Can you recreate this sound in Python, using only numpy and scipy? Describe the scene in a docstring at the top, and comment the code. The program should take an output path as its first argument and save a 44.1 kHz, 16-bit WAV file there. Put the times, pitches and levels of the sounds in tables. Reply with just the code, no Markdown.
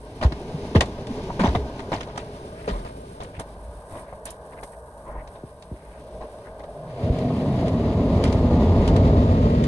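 """A drone and falling water, dulled by a closed car in a tunnel car wash: filtered noise and a wavering sine.
Heavy wet cloth strips drag in foam (noise and droplet bursts), thud (falling sweeps) and smack (noise bursts);
flicks crack on the glass, sliding cloth swishes up in pitch and the roof growls.
A side brush then rubs the front wing (two rising resonances) and drums on the door, 520 strand strikes a second,
with booming, hissing and scrubbing that briefly swells (short noise bursts)."""
import sys
import numpy as np
from scipy import signal
from scipy.fft import rfft, irfft, next_fast_len
from scipy.io import wavfile
from scipy.ndimage import uniform_filter1d

SR = 44100
rng = np.random.default_rng(int(sys.argv[2]) if len(sys.argv) > 2 else 0)


def wav_record(signal):
    """Record a signal, one row per channel, as 16-bit PCM in the file named by sys.argv[1]."""
    frames = np.transpose(np.atleast_2d(signal))
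    bounded = np.clip(frames, -1, 1)
    # unit amplitude maps onto the largest positive 16-bit level
    quanta = np.round(bounded * 32767).astype(np.int16)
    wavfile.write(sys.argv[1], SR, quanta)


N = 426447
TIME = np.arange(N) / SR
PADDED = next_fast_len(N + 8192)
BINS_HZ = np.maximum(np.arange(PADDED // 2 + 1) * SR / PADDED, 1)

# Water falling in the tunnel, base level: (time [s], level [dB])
WATER_LEVEL = [(0.0, -50), (0.44, -44), (1.63, -41.5), (2.61, -45), (3.04, -47.5), (3.57, -46.5),
               (5.29, -46), (5.55, -51), (5.95, -50), (6.17, -48), (6.9, -46.5)]
# Drag of the strips on the car, base level: (time [s], level [dB])
DRAG_LEVEL = [(0.0, -51), (0.25, -37), (0.38, -38.5), (0.88, -34), (1.54, -34), (2.4, -42.5), (2.71, -41),
              (4.23, -56), (4.57, -52.5), (4.78, -66), (5.35, -54), (5.55, -54.5), (5.92, -53.5),
              (6.05, -47), (6.25, -49.5), (6.69, -50.5), (6.9, -48)]
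# Thin high hiss, base level: (time [s], level [dB])
HISS_LEVEL = [(0, -68.5), (1.53, -67), (2.35, -69), (2.72, -61.5), (3.32, -67.5), (3.85, -64), (4.0, -54.5),
              (4.06, -69.5), (4.5, -66.5), (4.72, -58), (4.85, -68), (6.6, -68), (9.67, -72)]
# Wet cloth meeting glass: (time [s], clap level [dB], spray level [dB], length [s])
SMACK_EVENTS = [(0.211, -26.5, -36.5, 0.036), (0.225, -26.5, -35.5, 0.036), (0.3208, -26.5, -33, 0.0083),
                (0.749, -18.5, -25, 0.026), (0.807, -20.5, -47, 0.026), (1.298, -24.5, -44, 0.0078),
                (1.393, -21, -28, 0.016), (1.405, -26.5, -29.5, 0.033), (1.435, -16.5, -30.5, 0.023),
                (1.454, -23, -31, 0.044), (1.549, -18.5, -30.5, 0.016), (1.79, -34, -39, 0.017),
                (1.917, -18.5, -30, 0.011), (1.927, -27, -32.5, 0.044), (2.005, -40, -31.5, 0.01),
                (2.071, -34, -45, 0.0088), (2.083, -46, -52, 0.05), (2.155, -37, -45, 0.02),
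                (2.176, -24.5, -23, 0.005), (2.676, -27.5, -32, 0.027), (2.692, -34.5, -46.5, 0.14),
                (2.847, -40.5, -48, 0.045), (3.201, -33.5, -41, 0.043), (3.389, -29.5, -38.5, 0.031),
                (3.896, -39, -56, 0.15), (3.952, -37.5, -56, 0.021), (4.126, -36.5, -58, 0.014),
                (4.251, -41, -43, 0.065), (4.532, -39, -62, 0.013), (4.628, -34, -42.5, 0.018),
                (5.045, -36.5, -80, 0.17), (5.353, -44.5, -53, 0.02), (6.206, -36.5, -52, 0.044),
                (6.593, -41, -48.5, 0.024), (6.635, -41, -50, 0.016), (8.245, -34, -34, 0.048),
                (8.877, -34, -40, .03)]
# Strips landing on glass and roof, and (from 7 s) the side brush's first heavy blows on the door: (time [s],
# level [dB], first pitch [Hz], panel pitch [Hz], length [s])
THUD_EVENTS = [(0.212, -24, 885, 618, 0.032), (0.249, -5, 208, 59, 0.028), (0.321, -25.5, 690, 110, .015),
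               (0.539, -21, 307, 144, 0.029), (0.75, -6.5, 1280, 58.4, 0.042),
               (1.101, -20, 324, 225, 0.015), (1.302, -22, 1133, 920, 0.0099),
               (1.404, -13, 403, 177, 0.033), (1.439, -11.5, 976, 134, 0.018),
               (1.476, -12.5, 298, 58, 0.04), (1.547, -22.5, 1464, 60.3, 0.1), (1.93, -26, 1490, 92, 0.041),
               (2.675, -15.5, 710, 397, 0.011), (2.69, -26, 400, 179, 0.026),
               (2.711, -23, 198, 41.7, 0.097), (3.379, -21, 150, 51, 0.01), (5.433, -27, 1190, 49, 0.018),
               (5.712, -27, 970, 42, 0.037), (7.031, -13.5, 484, 73, 0.026), (7.098, -7, 292, 46, 0.017)]
# Water and cloth hems flicking the glass: (time [s], level [dB], tilt above 1500 Hz [dB/octave])
FLICK_EVENTS = [(0.322, -36, -9), (0.807, -14, -7), (.858, -39.5, -4.5), (1.069, -38, -4),
                (2.03, -36, -7.5), (2.175, -32.5, -5), (3.233, -42.5, 6), (3.396, -34, 10),
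                (4.254, -25, 18.5), (4.304, -33, 15), (4.634, -39.5, 11), (5.274, -47, -4),
                (5.623, -43, -4.5), (7.186, -38.5, -6), (7.68, -33, -8), (8.238, -26, -4.5),
                (8.325, -30, -6), (8.876, -28, -5.5), (8.962, -27, -8), (9.638, -30, -5.5)]
# Cloth sliding over wet glass: (time [s], level [dB], length [s], first pitch [Hz], last pitch [Hz])
SWISH_EVENTS = [(2.545, -52, 0.095, 1700, 2020), (2.64, -45, 0.025, 1890, 2090),
                (3.337, -48, 0.047, 2000, 2470), (3.91, -55, 0.11, 1650, 1790),
                (4.06, -53.5, 0.067, 1600, 1950), (4.52, -49, 0.02, 1670, 1980),
                (4.565, -47, 0.032, 1590, 1910), (4.716, -56, 0.039, 1620, 2110),
                (5.058, -50.5, 0.17, 1000, 2140), (5.658, -60, 0.38, 1650, 1950),
                (6.418, -54, 0.084, 1197, 1830)]
# Cloth stuttering on the roof: (time [s], level [dB], mean pitch [Hz], length [s])
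GROAN_EVENTS = [(3.512, -32, 51.7, 0.23), (3.907, -30.5, 100, 0.061), (5.093, -26.5, 45.4, 0.12),
                (6.084, -33, 63.4, 0.081), (6.72, -30, 135.2, 0.4)]
# Brush rubbing the front wing: (time [s], level [dB])
WING_LEVEL = [(5.93, -75), (6.04, -46), (6.24, -39.5), (6.42, -50.5), (6.6, -41), (6.9, -40.5),
              (7.04, -32.5), (7.45, -36), (7.64, -33), (7.85, -39), (8.3, -70)]
# Brief swells in the brush's scrubbing: (time [s], level [dB])
SCRUB_SWELL_EVENTS = [(7.303, -23), (7.454, -24), (7.627, -19), (7.692, -24), (7.919, -22), (8.101, -23),
                      (8.208, -17.5), (8.51, -15), (9.132, -21), (9.152, -21), (9.349, -21), (9.467, -19)]

# Filter shapes, all: (frequency [Hz], relative gain [dB])
RUMBLE_SHAPE = [(20, -25), (36, -25), (52, 10.5), (75, 0.5), (110, -6.5), (170, -10), (400, -58)]  # car body
WASH_SHAPE = [(150, -4.5), (340, -12), (450, 1), (520, -1), (630, 5.5), (730, -4.5), (950, -2.5),
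              (1100, -7), (1340, -18), (1560, -8.5), (1900, -30.5), (2800, -59), (6000, -53)]  # falling water
RUB_SHAPE = [(60, -1), (120, 3.5), (200, 1), (270, 1), (335, -3), (420, 4), (540, -11.5), (900, -11.5),
             (2000, -53.5)]  # cloth on panels, and the knock of a thud
FIZZ_SHAPE = [(700, 5), (1500, 1), (2400, 5.5), (3700, 3), (5000, 0.5), (6500, -5), (7700, -15.5),
              (11000, -49), (14000, -40)]  # foam
THIN_SHAPE = [(5000, -15), (7750, -17.5), (8150, -0.5), (9000, -3.5), (10200, -7.5), (11500, -14),
              (12800, -33), (15000, -30)]  # high hiss
SMACK_SHAPE = [(80, 3), (250, 0.5), (450, -2.5), (650, 6), (800, 0.5), (1020, 2), (1350, -11), (2200, -21),
               (5000, -51)]  # cloth clap
SPRAY_SHAPE = [(600, -20), (1500, 6), (2000, -0.5), (3500, -2), (5500, -10), (7600, -20), (9000, -19.5),
               (11500, -33), (14000, -58)]  # squeezed-out drops
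FLICK_SHAPE = [(400, -19), (1200, -6.5), (2800, 2.5), (5800, 1), (7600, -3.5), (8600, 3), (11000, -10),
               (13000, -32), (15000, -22)]  # cracks, before the tilt
BOOM_SHAPE = [(18, -16), (30, -27), (45, 5), (62, 2.5), (80, 6), (100, 1), (130, -38), (250, -33),
              (600, -95)]  # lowest door modes
DOOR_SHAPE = [(50, -43), (85, 0), (120, 4), (155, 6), (192, 0), (245, 7), (275, 0), (315, -12), (420, -16),
              (700, -40), (2000, -100)]  # drummed door
SCRUB_SHAPE = [(30, -43), (200, -21), (320, -1), (390, 3), (460, 4.5), (525, 0.5), (640, 4), (770, -6.5),
               (900, -5), (1080, -9), (1450, -22.5), (3000, -79), (9000, -94)]  # strands on the door
BRUSH_SPRAY_SHAPE = [(700, -1.5), (1500, 2.5), (2100, 2), (3400, -1.5), (4800, -5), (5700, -14.5),
                     (6800, -13), (7800, -23), (11500, -25), (14000, -50)]  # wet strand tips

# Side against mid: (frequency [Hz], gain [dB])
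WIDTH = [(500, -60), (800, -26), (1100, -13), (1350, -6), (1800, -3.5)]
# Left against right channel: (frequency [Hz], left minus right [dB])
BALANCE = [(650, 0), (1000, 1), (2800, 2), (5000, 1), (7000, -2), (8500, -10), (11000, -7), (13000, 0)]
# Pitch above which the stereo image widens: (time [s], frequency [Hz])
SPREAD_FROM = [(2.0, 754), (2.5, 472), (2.9, 356), (3.15, 356), (3.5, 790), (8.6, 866), (9.2, 510),
               (9.67, 370)]
# Further phase lead of left over right: (frequency [Hz], lead [rad])
TREBLE_LEAD = [(1200, 0), (1480, 1), (2100, 4), (2750, 1), (3800, -1.6), (4800, 1), (6600, 4.1),
               (7400, 4.6), (8100, 7.3), (9300, 7.3), (10300, 4.6)]

SPREAD_RAD, CUTOFF_HZ = 2.1, 15200
MOTOR_HZ, MOTOR_DB = 582.3, -57  # centre values
# Longer contact, softer start: least rise, added rise at the typical length
SHARPEST_S, RISE_S, TYPICAL_S = 0.0016, 0.0011, 0.036
FLICK_S = 0.006
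# Level at the usual drag, and share of the drag's dB swing
USUAL_DRAG_DB = -44
FIZZ_DB, FIZZ_SHARE = -56.5, 0.89
RUMBLE_DB, RUMBLE_SHARE = -46.5, 0.15
WING_START_HZ, WING_END_HZ = 608, 676
# Brush touches the door, leans to full weight, comes abreast, slides off
ARRIVAL_S, GRAZE_S, LEAN_S, ABREAST_S, LEAVING_S = 6.85, 0.15, 0.2, 9.14, 9.2
LEAVING_FADE_DB_PER_S = 9.5  # boom, rasp and whine
# Base level abreast [dB], loss per squared second away from abreast [dB/s^2]
BRUSH_BOOM, BRUSH_DRUM = (-19, 6.5), (-19.5, 1.64)
BRUSH_SCRUB, BRUSH_HISS = (-25.5, 2.6), (-42, 1.2)
# Throb of the lopsided brush: rate, a moment of greatest pressure, depth
THROB_HZ, THROB_PEAK_S, THROB_DB = 7.65, 9.195, 1.3


def from_db(db):
    """Decibels to gain."""
    return 10 ** (np.asarray(db) / 20)


def rms_one(x):
    """Scale to unit power."""
    return x / np.sqrt(np.mean(x ** 2) + 1e-20)


def gain_curve(rows):
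    """Gain over time, interpolated in dB."""
    s, db = np.transpose(rows)
    return from_db(np.interp(TIME, s, db))


def at_hz(points, hz):
    """Read a curve on a log-frequency axis."""
    f, value = np.transpose(points)
    return np.interp(np.log(hz), np.log(f), value)


def colour(x, shape):
    """Filter by a fixed shape."""
    return irfft(rfft(x, PADDED) * from_db(at_hz(shape, BINS_HZ)), PADDED)[..., :N]


def sine(hz):
    """Sine of moving frequency."""
    return np.sin(2 * np.pi * np.cumsum(hz) / SR)


def drift(rate_hz):
    """Smooth random curve of unit rms: noise through two equal poles at rate_hz."""
    r = np.exp(-80 * np.pi * rate_hz / SR)  # runs at SR / 40
    white = rng.standard_normal(N // 40 + 2002)
    slow = signal.lfilter([1], [1, -2 * r, r * r], white)[2000:]
    return np.interp(np.arange(N) / 40, np.arange(len(slow)), rms_one(slow))


def noise():
    """Two unrelated white noises."""
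    return rng.standard_normal((2, N))


def stereo(pair, shape):
    """Two sounds as mid and side, narrow in the bass and wide in the treble; unit rms."""
    mid = colour(pair[0], shape)
    side = colour(colour(pair[1], shape), WIDTH)
    return rms_one(np.array([mid + side, mid - side]))


def low_pass(x, hz):
    """Second-order Butterworth low-pass."""
    return signal.sosfilt(signal.butter(2, hz, fs=SR, output="sos"), x)


def droplets(per_s, spread_db, share):
    """Bursts of uneven size, power decaying over 1 ms, mixed with smooth hiss by power share."""
    sizes = from_db(spread_db * np.minimum(rng.exponential(1, N), 4))
    hits = (rng.random(N) < per_s / SR) * sizes ** 2 + 1e-18
    power = signal.lfilter([1], [1, -np.exp(-1000 / SR)], hits)
    share = np.clip(share, 0, 1)
    return noise() * np.sqrt(1 - share + share * power / power.mean())


def burst(t, rise_s, length_s, cabin_db=-17, cabin_t60_s=0.2):
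    """A contact swells and dies with a Gaussian fall; the padded cabin adds a tail."""
    tail = from_db(cabin_db - 60 * t / cabin_t60_s)
    return (1 - np.exp(-t / rise_s)) * np.hypot(np.exp(-(t / length_s) ** 2), tail)


def add(track, s, sound):
    """Mix a sound in at a time."""
    start = round(s * SR)
    track[..., start:start + sound.shape[-1]] += sound[..., :N - start]


def following_drag(db, share):
    """Gain that takes a share of the drag's dB swing."""
    return from_db(db) * (gain_curve(DRAG_LEVEL) / from_db(USUAL_DRAG_DB)) ** share


def tunnel(wash_db=2.5, surge_db=1.0):
    """Body rumble, falling water dulled by the closed body, and a wavering motor whine."""
    rumble = following_drag(RUMBLE_DB, RUMBLE_SHARE) * rms_one(colour(rng.standard_normal(N), RUMBLE_SHAPE))
    surge = from_db(wash_db + surge_db * drift(16))
    water = surge * gain_curve(WATER_LEVEL) * stereo(noise(), WASH_SHAPE)
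    whine = from_db(MOTOR_DB + 3.5 * drift(4)) * sine(MOTOR_HZ + 15 * drift(22))
    return rumble + water + whine


def dragging(rub_db=1, hiss_db=6.0):
    """Cloth sticks and slides on panels as foam bursts; one random grip flutters rub, foam and hiss."""
    grip = from_db(1.5 * drift(9))
    rub = from_db(rub_db) * gain_curve(DRAG_LEVEL) * stereo(noise(), RUB_SHAPE)
    foam = following_drag(FIZZ_DB, FIZZ_SHARE) * stereo(droplets(1000, 1.0, 0.19), FIZZ_SHAPE)
    hiss = from_db(hiss_db) * gain_curve(HISS_LEVEL) * stereo(droplets(450, 2.4, 0.51), THIN_SHAPE)
    return grip * (rub + foam + hiss)


def crackle(spread_db, ring_s, count=24000):
    """Bursting drops and foam cells: tiny decaying pings, each with its own pitch, size and side."""
    when, pitch, size, side = rng.random((count, 4)).T
    t = TIME[:SR // 250]
    hz = 900 + 11000 * pitch[:, None]
    pings = from_db(spread_db * size[:, None]) * np.exp(-t / ring_s) * np.sin(2 * np.pi * hz * t)
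    at = (when * N).astype(int)[:, None] + np.arange(len(t))

    def mix(weight):
        """Sum the weighted pings at their times."""
        return rms_one(np.bincount(at.ravel(), (pings * weight).ravel(), N)[:N])

    return np.array([mix(1), mix(side[:, None] - 0.5)])  # mid, side


def smacks(snap=0.57, snap_s=0.007, mist_db=-4):
    """Wet cloth claps on the glass fold by fold and squeezes out a crackling spray."""
    clap, spray, t = np.zeros(N), np.zeros(N), TIME[:SR // 3]
    for s, clap_db, spray_db, length_s in SMACK_EVENTS:
        rise_s = SHARPEST_S + RISE_S * (length_s / TYPICAL_S) ** 2
        shape = burst(t, rise_s, length_s)
        # the leading edge lands hardest
        add(clap, s, from_db(clap_db) * shape * (1 + snap * np.exp(-t / snap_s)))
        add(spray, s, from_db(spray_db) * shape)
    folds = rms_one(from_db(1.5 * drift(130)))
    drops = crackle(spread_db=16, ring_s=0.0012) + from_db(mist_db) * noise()
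    return folds * (clap * stereo(noise(), SMACK_SHAPE) + spray * stereo(drops, SPRAY_SHAPE))


def thuds(spread_s=0.00452, knock_db=-12):
    """High bending waves run faster: each blow sweeps down towards the panel's note."""
    out, blows, t = np.zeros(N), np.zeros(N), TIME[:SR // 3]
    for s, db, first_hz, panel_hz, length_s in THUD_EVENTS:
        hz = panel_hz + (first_hz - panel_hz) / (1 + t / spread_s) ** 2
        swell = from_db(db) * burst(t, 0.0038, length_s, cabin_db=-23, cabin_t60_s=0.96)
        add(out, s, swell * sine(hz))
        add(blows, s, swell * first_hz / 1000)
    # the many higher panel modes blur into a dull knock
    return out + from_db(knock_db) * blows * rms_one(colour(rng.standard_normal(N), RUB_SHAPE))


def flicks():
    """Water and hems crack on the glass: short noise bursts, each with its own treble tilt."""
    out, t = np.zeros((2, N)), TIME[:SR // 5]
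    hz = np.maximum(np.fft.rfftfreq(len(t), 1 / SR), 1)
    octaves = np.log2(np.maximum(hz / 1500, 1))
    for s, db, tilt_db in FLICK_EVENTS:
        tone = from_db(at_hz(FLICK_SHAPE, hz) + tilt_db * octaves)
        mid, side = rfft(rng.standard_normal((2, len(t)))) * tone
        side = side * from_db(at_hz(WIDTH, hz))
        crack = rms_one(irfft(np.array([mid + side, mid - side]), len(t)))
        add(out, s, from_db(db) * crack * burst(t, 0.0009, FLICK_S, cabin_db=-9, cabin_t60_s=0.1))
    return out


def swishes(width=0.33, catch_db=5.5):
    """A strip slides faster and louder, catching as it goes, until its hem slips off: rising noise bands."""
    out = np.zeros((2, N))
    for s, db, length_s, first_hz, last_hz in SWISH_EVENTS:
        along = np.linspace(0, 1, round(length_s * SR))
        friction = low_pass(rng.standard_normal((2, SR)), width * first_hz)[:, :len(along)]
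        phase = 2 * np.pi * np.cumsum(first_hz + (last_hz - first_hz) * along) / SR
        swell = np.sqrt(np.interp(along, [0, 0.7, 1], [0, 1, 0]))
        add(out, s, from_db(db) * swell * rms_one(friction * np.cos(phase)))
    return out * from_db(catch_db * np.tanh(drift(70)))


def groans(waver=0.114):
    """Slow, uneven stick and slip makes the roof growl: low sines of wavering pitch and level."""
    out, t = np.zeros(N), TIME[:SR]
    for s, db, hz, length_s in GROAN_EVENTS:
        growl = sine(hz * (1 + waver * drift(25)[:len(t)]))
        add(out, s, from_db(db) * burst(t, length_s / 2, length_s) * growl)
    return out * from_db(4 * np.tanh(drift(25)))


def wing(half_width_hz=58, lower_ratio=0.74, lower_db=-5):
    """The rubbed front wing sings in two broad resonances, rising as the brush nears the door."""
    hz = np.interp(TIME, [WING_LEVEL[0][0], WING_LEVEL[-1][0]], [WING_START_HZ, WING_END_HZ])
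    phase = 2 * np.pi * np.cumsum(hz) / SR
    # slow complex noise on a carrier is a noise band
    upper, lower = low_pass(noise() + 1j * noise(), half_width_hz)
    upper = upper * np.exp(1j * phase)
    lower = from_db(lower_db) * lower * np.exp(1j * lower_ratio * phase)
    return gain_curve(WING_LEVEL) * from_db(1.5 * drift(8)) * rms_one((upper + lower).real)


def strands(per_s, uneven_db):
    """Loosely spaced tip strikes of uneven force, each spread by the door as a falling bending wave."""
    jitter, force, sign = rng.standard_normal((10000, 3)).T
    at = ((np.arange(len(jitter)) + jitter) * SR / per_s).astype(int)
    inside = (at >= 0) & (at < N)
    strikes = from_db(uneven_db * force) * np.sign(sign)
    clicks = np.bincount(at[inside], strikes[inside], N)
    t = TIME[:SR // 25]
    sweep = sine(50 + 1500 / (1 + t / 0.00223) ** 2) * np.exp(-t / 0.0055)
    # only the phase of the sweep: delay without colour
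    delay = np.exp(1j * np.angle(rfft(sweep, PADDED)))
    return irfft(rfft(clicks, PADDED) * delay, PADDED)[:N]


def passing(db, loss_db):
    """Gain of a brush sound: its dB falls with the square of the time from abreast."""
    return from_db(db - loss_db * (TIME - ABREAST_S) ** 2)


def brush(motor_db=-12, lurch_db=0.5):
    """Strands drum on the door and boom its lowest modes; wet tips scrub and hiss; a motor whines."""
    tips, far_tips, bunching = strands(520, 1.7), strands(700, 1.7), drift(25)
    leaving = from_db(-LEAVING_FADE_DB_PER_S * np.maximum(TIME - LEAVING_S, 0))
    scrub = passing(*BRUSH_SCRUB) * leaving
    # the heavy door sways at a fairly even height
    sway = colour(tips, BOOM_SHAPE)
    sway = rms_one(sway / np.sqrt(uniform_filter1d(sway ** 2, size=SR // 12) + 1e-12))
    boom = passing(*BRUSH_BOOM) * leaving * from_db(lurch_db * drift(2.7)) * sway
    drum = passing(*BRUSH_DRUM) * from_db(0.085 * bunching) * rms_one(colour(tips, DOOR_SHAPE))
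    rasp = scrub * from_db(0.5 * bunching) * stereo([tips, far_tips], SCRUB_SHAPE)
    spray = stereo(droplets(640, 1.7, 0.05), BRUSH_SPRAY_SHAPE)
    hiss = passing(*BRUSH_HISS) * from_db(1.35 * bunching) * spray
    whine = from_db(motor_db + 2 * drift(0.34)) * scrub * sine(MOTOR_HZ + 3 * drift(11.2))
    # outer strands graze the door before the bulk leans on it
    graze = np.clip((TIME - ARRIVAL_S) / GRAZE_S, 0, 1)
    lean = np.clip((TIME - ARRIVAL_S) / LEAN_S, 0, 1) ** 4
    throb = from_db(THROB_DB * np.cos(2 * np.pi * THROB_HZ * (TIME - THROB_PEAK_S)))
    return lean * throb * (boom + drum) + graze * (rasp + hiss + whine)


def scrub_swells(length_s=0.0063):
    """The brush's scrubbing swells briefly: short scrub-coloured noise bursts."""
    swell = np.zeros(N)
    for s, db in SCRUB_SWELL_EVENTS:
        add(swell, s, from_db(db) * burst(TIME[:SR // 5], SHARPEST_S, length_s))
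    return swell * stereo(noise(), SCRUB_SHAPE)


def cabin(x, echo_db=-10, count=24):
    """Windows and dashboard throw back early treble echoes, different in left and right."""
    echoes = np.zeros((2, PADDED))
    for channel in echoes:
        lags = (rng.uniform(0.001, 0.014, count) * SR).astype(int)
        channel[lags] = rng.choice([-1, 1], count) / np.sqrt(count)
    share = from_db(echo_db) / np.hypot(1, (1100 / BINS_HZ) ** 8)
    response = (1 + share * rfft(echoes)) / np.hypot(1, share)
    return irfft(rfft(x, PADDED) * response, PADDED)[:, :N]


def spread(x, size=512):
    """The stereo image widens above a moving pitch, by a phase lead of left over right."""
    hz, s, frames = signal.stft(x, SR, nperseg=size)
    hz = np.maximum(hz, 1)[:, None]
    above = np.log2(hz / np.interp(s, *np.transpose(SPREAD_FROM))) / 0.73  # full at 0.73 octave
    lead = SPREAD_RAD * np.clip(above, 0, 1) ** 2 + at_hz(TREBLE_LEAD, hz)
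    turned = frames * np.exp(0.5j * np.array([lead, -lead]))
    return signal.istft(turned, SR, nperseg=size)[1][:, :N]


def scene():
    """Everything as heard from the front seat."""
    wash = tunnel() + dragging()
    strips = smacks() + thuds() + flicks() + swishes() + groans()
    side_brush = wing() + brush() + scrub_swells()
    return cabin(wash + strips + side_brush)


def record(dry):
    """Left and right channels differ in phase and treble level; the top is cut."""
    balance = from_db(at_hz(BALANCE, BINS_HZ) * np.array([[0.5], [-0.5]]))
    balance = balance / np.sqrt(np.mean(balance ** 2, axis=0))
    heard = irfft(rfft(spread(dry), PADDED) * balance, PADDED)[:, :N]
    return signal.sosfilt(signal.cheby2(12, 70, CUTOFF_HZ, fs=SR, output="sos"), heard)


dry = scene()
out = record(dry)
wav_record(out)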